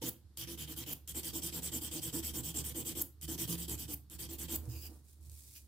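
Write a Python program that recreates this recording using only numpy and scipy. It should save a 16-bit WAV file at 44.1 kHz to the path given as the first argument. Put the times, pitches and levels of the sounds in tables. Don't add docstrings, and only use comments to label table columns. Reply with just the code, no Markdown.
import sys
import numpy as np
from scipy import signal
from scipy.fft import rfft, irfft
from scipy.io import wavfile
from scipy.ndimage import map_coordinates

SR = 44100
rng = np.random.default_rng(int(sys.argv[2]) if len(sys.argv) > 2 else 0)


def dump_mix(stems):
    frames = np.atleast_2d(stems).T
    limited = np.clip(frames, -1, 1)
    pcm = np.round(limited * 32767).astype(np.int16)
    wavfile.write(sys.argv[1], SR, pcm)


N = 250047
TIME = np.arange(N) / SR
BINS = np.maximum(np.fft.rfftfreq(N, 1 / SR), 1)

# start t/s, force level/dB
FILE_STROKES = [(.011, -41), (0.367, -46.5), (.466, -48.5), (0.57, -47), (0.669, -49), (.758, -47),
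                (0.857, -44), (1.072, -47.5), (1.14, -44.5), (1.226, -44.5), (1.325, -44.5), (1.415, -44),
                (1.517, -43.5), (1.616, -44.5), (1.713, -43.5), (1.807, -45), (1.907, -43.5), (2.013, -43),
                (2.121, -42.5), (2.222, -43.5), (2.331, -43), (2.427, -44), (2.536, -43), (2.635, -44.5),
                (2.74, -44.5), (2.844, -43), (2.946, -42.5), (3.213, -48), (3.273, -43.5), (3.373, -41),
                (3.471, -41), (3.573, -45.5), (3.674, -43), (3.772, -47), (3.874, -46), (4.097, -54),
                (4.182, -48), (4.283, -51), (4.378, -46.5), (4.477, -43.5)]
# lift t/s, flick level/dB,
# blade, nail, rasp and finger level/dB (four columns, relative to the force), arm sway level/dB
FILE_RUNS = [(.099, -33.5, -13, -8.5, -11, 1, -60.5), (0.941, -36.5, -35, -5.5, -7.5, -4.5, -56.5),
             (3.028, -29.5, -1.45, -8, -9.5, -4, -52), (3.95, -36.5, -4.5, -10, -11.5, -4.5, -49),
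             (4.568, -33.5, -3.5, -11.5, -8, -2, -48)]
# t/s, f/Hz, level/dB, T60/s
KNOCKS = [(.020, 483, -36.5, 0.071), (0.02, 906, -44, 0.092), (0.037, 295, -23, 0.03),
          (0.251, 76.5, -49, 0.29), (2.12, 71.8, -48, 0.88), (2.137, 290, -32, 0.11),
          (3.489, 169, -36, 0.66), (4.676, 116.4, -33, 0.27), (5.282, 111, -52.5, 0.3)]
# t/s, peak level/dB
NAIL_TOUCHES = [(0.373, -35), (1.076, -40), (3.213, -44), (4.099, -49), (4.655, -57), (5.297, -50),
                (5.316, -51), (5.396, -56), (5.42, -53)]
# start t/s, end t/s, finger level/dB, arm sway level/dB
GRIP_SHIFTS = [(4.57, 4.77, -58.5, -48), (4.826, 4.931, -60.5, -50.5), (5.178, 5.35, -76.5, -56)]
# start t/s, end t/s, level/dB
SKIN_WIPES = [(4.6, 4.95, -65.5), (5.03, 5.13, -68.5), (5.194, 5.3, -66.5), (5.298, 5.58, -59.5)]
SKIN_SCUFFS = [(4.686, 4.828, -56), (4.811, 4.892, -50), (5.543, 5.597, -51.5)]

# f/Hz, bandwidth/Hz, level/dB
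BLADE_RESONANCES = [(7750, 430, 1), (8350, 320, -2.5), (9210, 307, -4.5)]
NAIL_MAIN_RESONANCES = [(3134, 230, 1.5), (3550, 290, -6)]
NAIL_UPPER_RESONANCES = [(4760, 280, -7.5), (5680, 430, -6)]
FINGER_RESONANCES = [(121.7, 10.4, -0.5), (160.5, 8.3, 2), (241.7, 53, -5.5), (321.8, 16.6, 1.5),
                     (483, 24.6, -9), (853, 250, -21)]
TOUCH_RESONANCES = [(5060, 3000, -11), (8000, 5000, 11), (14200, 4000, -6)]
SCUFF_RESONANCES = [(2500, 220, -2.5), (2840, 460, -1.5), (4910, 300, 3), (5940, 280, -1),
                    (7170, 460, -0.5), (9300, 1300, -8.5), (12800, 1600, -3), (15000, 2900, -0.5)]

# f/Hz, relative spectral density level/dB
GRIT_SPECTRUM = [(500, -60), (1300, -45), (2400, -10), (4000, -14.5), (6000, 2), (7000, 4.5), (9000, 3.5),
                 (10400, 4.5), (11500, 8), (13200, 9.5), (14200, 5), (15300, 12.5), (16000, -23)]
RASP_SPECTRUM = [(100, -10), (400, -27), (800, -1.5), (1300, -4.5), (2000, 0.5), (2400, 3), (3200, 5.5),
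                 (4200, 3), (6000, 1.5), (9000, -1.5), (16000, -26)]
EDGE_SPECTRUM = [(500, -11), (1800, -24), (3200, -22), (6000, -10), (8000, -5), (10000, -3), (11500, 5),
                 (13400, 7.5), (16000, 1.5)]
SKIN_SPECTRUM = [(530, -46), (900, -20), (1260, -39), (2480, -13.5), (2960, -21), (3670, -12.5),
                 (4660, -10.5), (9290, -6), (15500, -10.5)]
BACKGROUND_SPECTRUM = [(18, -37), (30, -36), (88, -15), (112, -3.5), (194, -16), (311, -17), (512, -29),
                       (2610, -39), (4190, -32.5), (6720, -38.5), (8080, -39.5), (13300, -40), (16000, -86)]

# f/Hz, correlation coefficient
STEREO_CORRELATION = [(100, 0.8), (400, 1), (900, 0.33), (1600, 0.7), (2300, -0.22), (3150, 0.58),
                      (4200, 0.07), (5500, 0.18), (6400, -0.12), (7700, 0.85), (10000, 0.9), (13000, .9)]
# f/Hz, level/dB
STEREO_BALANCE = [(70, 2), (140, -6.5), (320, -3), (520, 0), (1400, -6.5), (2000, -3.5), (3300, 3),
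                  (4700, -3), (5900, -2.5), (7100, -0.5), (10500, 0), (14000, -1.5)]


def from_db(db):
    return 10 ** (np.asarray(db) / 20)


def rms_one(x):
    return x / np.sqrt(np.mean(x ** 2) + 1e-20)


def at_bins(points):
    hz, value = np.transpose(points)
    return np.interp(np.log(BINS), np.log(hz), value)


def drift(rate_hz):
    return rms_one(irfft(rfft(rng.standard_normal(N)) / (1 + (BINS / rate_hz) ** 2), N))


def resonances(modes):
    return np.sqrt(sum(from_db(db) ** 2 / (1 + ((BINS ** 2 - hz ** 2) / (BINS * width)) ** 2)
                       for hz, width, db in modes))


def friction(response, grain_db):
    sizes = from_db(grain_db * np.clip(drift(2500), -2.5, 2.5))
    mid, side = rfft(rng.standard_normal((2, N)) * sizes) * response
    alike = np.clip(at_bins(STEREO_CORRELATION), -1, 1)
    signs = np.array([[1], [-1]])
    spectra = np.sqrt(1 + alike) * mid + signs * np.sqrt(1 - alike) * side
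    pair = irfft(spectra * from_db(signs * at_bins(STEREO_BALANCE) / 2), N)
    return pair / np.std(pair.mean(axis=0))


def delayed(x, lag_s):
    return np.array([map_coordinates(side, [(TIME - lag_s) * SR], order=3, mode="nearest") for side in x])


def lagged(level, lag_s):
    keep = np.exp(-1 / (lag_s * SR))
    return signal.lfilter([1 - keep], [1, -keep], level + 1e-18)


def gesture(start, end, attack_s=0.015, release_s=0.041):
    return np.clip((TIME - start) / attack_s, 0, 1) * np.exp(-np.maximum(TIME - end, 0) / release_s)


def wander(x, depth_db, width_hz, life_s):
    hz, times, cells = signal.stft(x, SR, nperseg=256, noverlap=192)
    field = rng.standard_normal(cells.shape[1:]) + 0.5 * rng.standard_normal(cells.shape)
    across = signal.windows.gaussian(41, width_hz / hz[1])
    along = signal.windows.gaussian(81, life_s / times[1])
    field = signal.fftconvolve(field, np.outer(across, along)[np.newaxis], mode="same")
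    gain = rms_one(from_db(depth_db * np.clip(rms_one(field), -3, 1.5)))
    return signal.istft(cells * gain, SR, nperseg=256, noverlap=192)[1][:, :N]


def strokes(turn_s=0.01024, thinning_db_per_s=1.47, scatter_db=0.55):
    last_lift = 0
    for lift, _, blade_db, nail_db, rasp_db, finger_db, _ in FILE_RUNS:
        run = [row for row in FILE_STROKES if last_lift <= row[0] < lift]
        ends = [start - turn_s for start, _ in run[1:]] + [lift]
        for k, ((start, force_db), end) in enumerate(zip(run, ends)):
            push = (len(run) - k) % 2
            thinned = thinning_db_per_s * (start - run[0][0])
            nail = nail_db - thinned - (2 if push else 0)
            finger = finger_db - (0 if push else 5) - (5 if k == 0 else 0)
            bodies_db = np.array([blade_db, nail, finger]) + scatter_db * rng.standard_normal(3)
            levels_db = force_db + np.array([0, rasp_db - thinned, *bodies_db])
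            fastest = start + (0.71 if end == lift else 0.44) * (end - start)
            yield start, fastest, end, 1 if push else -1, levels_db
        last_lift = lift


def stroke_motion(stick_s=0.004, bite_s=0.0034, release_s=0.0062, settle_s=0.021):
    speed, contact, bite, place, direction = np.zeros((5, N))
    gains = np.zeros((5, N))
    for start, fastest, end, way, levels_db in strokes():
        span = (TIME > start) & (TIME < end)
        t = TIME[span]
        phase = np.pi * np.interp(t, [start, fastest, end], [0, 0.5, 1])
        speed[span] = np.sin(phase)
        sliding_s = np.maximum(t - start - stick_s, 0)
        contact[span] = np.minimum(sliding_s / bite_s, 1) * np.minimum((end - t) / release_s, 1)
        bite[span] = contact[span] * np.exp(-sliding_s / settle_s)
        direction[span] = way
        place[span] = np.cos(phase) * way
        gains[:, span] = from_db(levels_db)[:, np.newaxis]
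    return speed, contact, bite, place, direction, gains


def grit_hiss(speed, contact, place):
    level = (0.035 * contact + speed ** 0.88) * from_db(-1.5 * place)
    return level * friction(from_db(at_bins(GRIT_SPECTRUM)), grain_db=2.5)


def blade_ring(speed, bite, detune):
    ring = friction(resonances(BLADE_RESONANCES) ** 1.15, grain_db=2.5)
    return (speed ** 1.26 + 0.12 * bite) * delayed(ring, 0.01346 * detune)


def nail_rasp(load, lingering=0.35):
    level = (1 - lingering) * load + lingering * lagged(load, lag_s=0.038)
    return level * friction(from_db(at_bins(RASP_SPECTRUM)), grain_db=1.0)


def nail_ring(place, grip, detune):
    main = friction(resonances(NAIL_MAIN_RESONANCES) ** 1.4, grain_db=3.0)
    ring = from_db(-2.5 + drift(47) + 1.5 * place) * delayed(main, 0.0066 * grip + 0.00583 * detune)
    for hz, width, db in NAIL_UPPER_RESONANCES:
        spot = rms_one(from_db(4.5 * np.clip(drift(10), -2, 1.5)))
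        ring += from_db(db) * spot * friction(resonances([(hz, width, 0)]) ** 0.93, grain_db=8.0)
    return ring


def finger_shudder(drive, force, grip):
    body = delayed(friction(resonances(FINGER_RESONANCES[2:]) ** 1.184, grain_db=3.0), 0.04 * grip)
    heave = delayed(friction(resonances(FINGER_RESONANCES[:2]) ** 1.18, grain_db=3.0), 0.06 * grip)
    return drive * body + from_db(-8.5) * lagged(force, lag_s=0.015) * heave


def filing():
    speed, contact, bite, place, direction, (force, coarse, blade, nail, finger) = stroke_motion()
    catch = drift(130)
    detune = np.cumsum(direction) / SR
    bright = force * grit_hiss(speed, contact, place) + blade * blade_ring(speed, bite, detune)
    bright *= from_db(1.2 * catch)
    bright += 0.25 * delayed(bright, 0.0014 + 0.000227 * place)
    press = (contact * (0.5 + 0.5 * speed ** 0.54) + 0.11 * bite) * from_db(0.73 * catch)
    rasp = nail_rasp(coarse * press)
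    grip = np.cumsum(drift(9)) / SR
    ring = nail * press * nail_ring(place, grip, detune)
    shudder = finger_shudder(finger * contact * (0.45 + 0.57 * speed), force * contact, grip)
    scrape = wander(bright + rasp, depth_db=3.2, width_hz=220, life_s=0.014)
    return scrape + ring, shudder


def arm_sway(rest_db=-58.5):
    swings, last_lift = [], 0
    for lift, *_, db in FILE_RUNS:
        first = min(start for start, _ in FILE_STROKES if start >= last_lift)
        swings.append(from_db(db) * gesture(first, lift, attack_s=0.064, release_s=0.128))
        last_lift = lift
    swings += [from_db(db) * gesture(start, end) for start, end, _, db in GRIP_SHIFTS]
    return np.sqrt(from_db(rest_db) ** 2 + np.sum(np.square(swings), axis=0))


def arm_hum(sway_hz=73.7, waver_hz=2.2):
    phase = 2 * np.pi * np.cumsum(sway_hz + waver_hz * drift(13.8)) / SR
    hum = from_db(2.77 * drift(2.2)) * np.sin(phase)
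    rumble = from_db(-9.0) * friction(resonances([(71, 41, 0)]) ** 2, grain_db=2)
    return arm_sway() * (hum + rumble)


def knocks():
    sound = np.zeros(N)
    for start, hz, db, t60 in KNOCKS:
        age = np.maximum(TIME - start, 0)
        envelope = from_db(db - 60 * age / t60) * (1 - np.exp(-age / 0.0038))
        sound += envelope * np.sin(2 * np.pi * hz * age)
    return sound


def edge_flicks(lead_s=0.0085, half_width_s=0.0048):
    level = sum(from_db(db) * np.exp(-0.5 * ((TIME - lift + lead_s) / half_width_s) ** 4)
                for lift, db, *_ in FILE_RUNS)
    return level * friction(from_db(at_bins(EDGE_SPECTRUM)), grain_db=4.0)


def touches(decay_s=0.0018):
    level = sum(from_db(db) * (TIME >= t) * np.exp(-np.abs(TIME - t) / decay_s) for t, db in NAIL_TOUCHES)
    return level * friction(resonances(TOUCH_RESONANCES), grain_db=0)


def finger_jostle():
    level = sum(from_db(db) * gesture(start, end) for start, end, db, _ in GRIP_SHIFTS)
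    return level * friction(resonances(FINGER_RESONANCES[2:]) ** 1.11, grain_db=4.0)


def wipes():
    level = sum(from_db(db) * gesture(start, end, attack_s=0.049, release_s=0.046)
                for start, end, db in SKIN_WIPES)
    slips = from_db(2.0 * drift(110))
    return level * slips * friction(from_db(at_bins(SKIN_SPECTRUM)), grain_db=2.5)


def scuffs(edge_s=0.017, pitch_fall=0.071):
    level, sink = np.zeros((2, N))
    for start, end, db in SKIN_SCUFFS:
        gate = np.clip(np.minimum(TIME - start, end - TIME) / edge_s, 0, 1)
        level += from_db(db) * gate
        sink += gate * ((TIME - start) / (end - start) - 0.5)
    ring = friction(resonances(SCUFF_RESONANCES), grain_db=-5.0)
    squeak = delayed(ring, pitch_fall * np.cumsum(sink) / SR)
    return level * wander(squeak, depth_db=4, width_hz=180, life_s=0.02)


def room(x, t60_s, wet_db, correlation):
    age = TIME[:SR // 2]
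    shared, own = rng.standard_normal(len(age)), rng.standard_normal((2, len(age)))
    tail = np.sqrt(correlation) * shared + np.sqrt(1 - correlation) * own
    tail *= from_db(-60 * age / t60_s) * (age > 0.003)
    tail /= np.sqrt(np.sum(tail ** 2, axis=1, keepdims=True))
    return x + from_db(wet_db) * signal.fftconvolve(x, tail, axes=1)[:, :N]


def scene():
    scrape, shudder = filing()
    wipe, jostle = wipes(), finger_jostle()
    surface = scrape + edge_flicks() + touches() + wipe + scuffs()
    highs = room(surface, t60_s=0.23, wet_db=-11.5, correlation=0.94)
    lows = room(shudder + jostle, t60_s=0.28, wet_db=-3.5, correlation=0.9)
    background = from_db(-69.5) * friction(from_db(at_bins(BACKGROUND_SPECTRUM)), grain_db=-1.0)
    direct = (arm_hum() + knocks()) * from_db([[-2], [2]])
    return highs + lows + direct + background


def record(dry):
    return signal.sosfilt(signal.ellip(12, 0.1, 80, 15800, fs=SR, output="sos"), dry)


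dry = scene()
out = record(dry)
dump_mix(out)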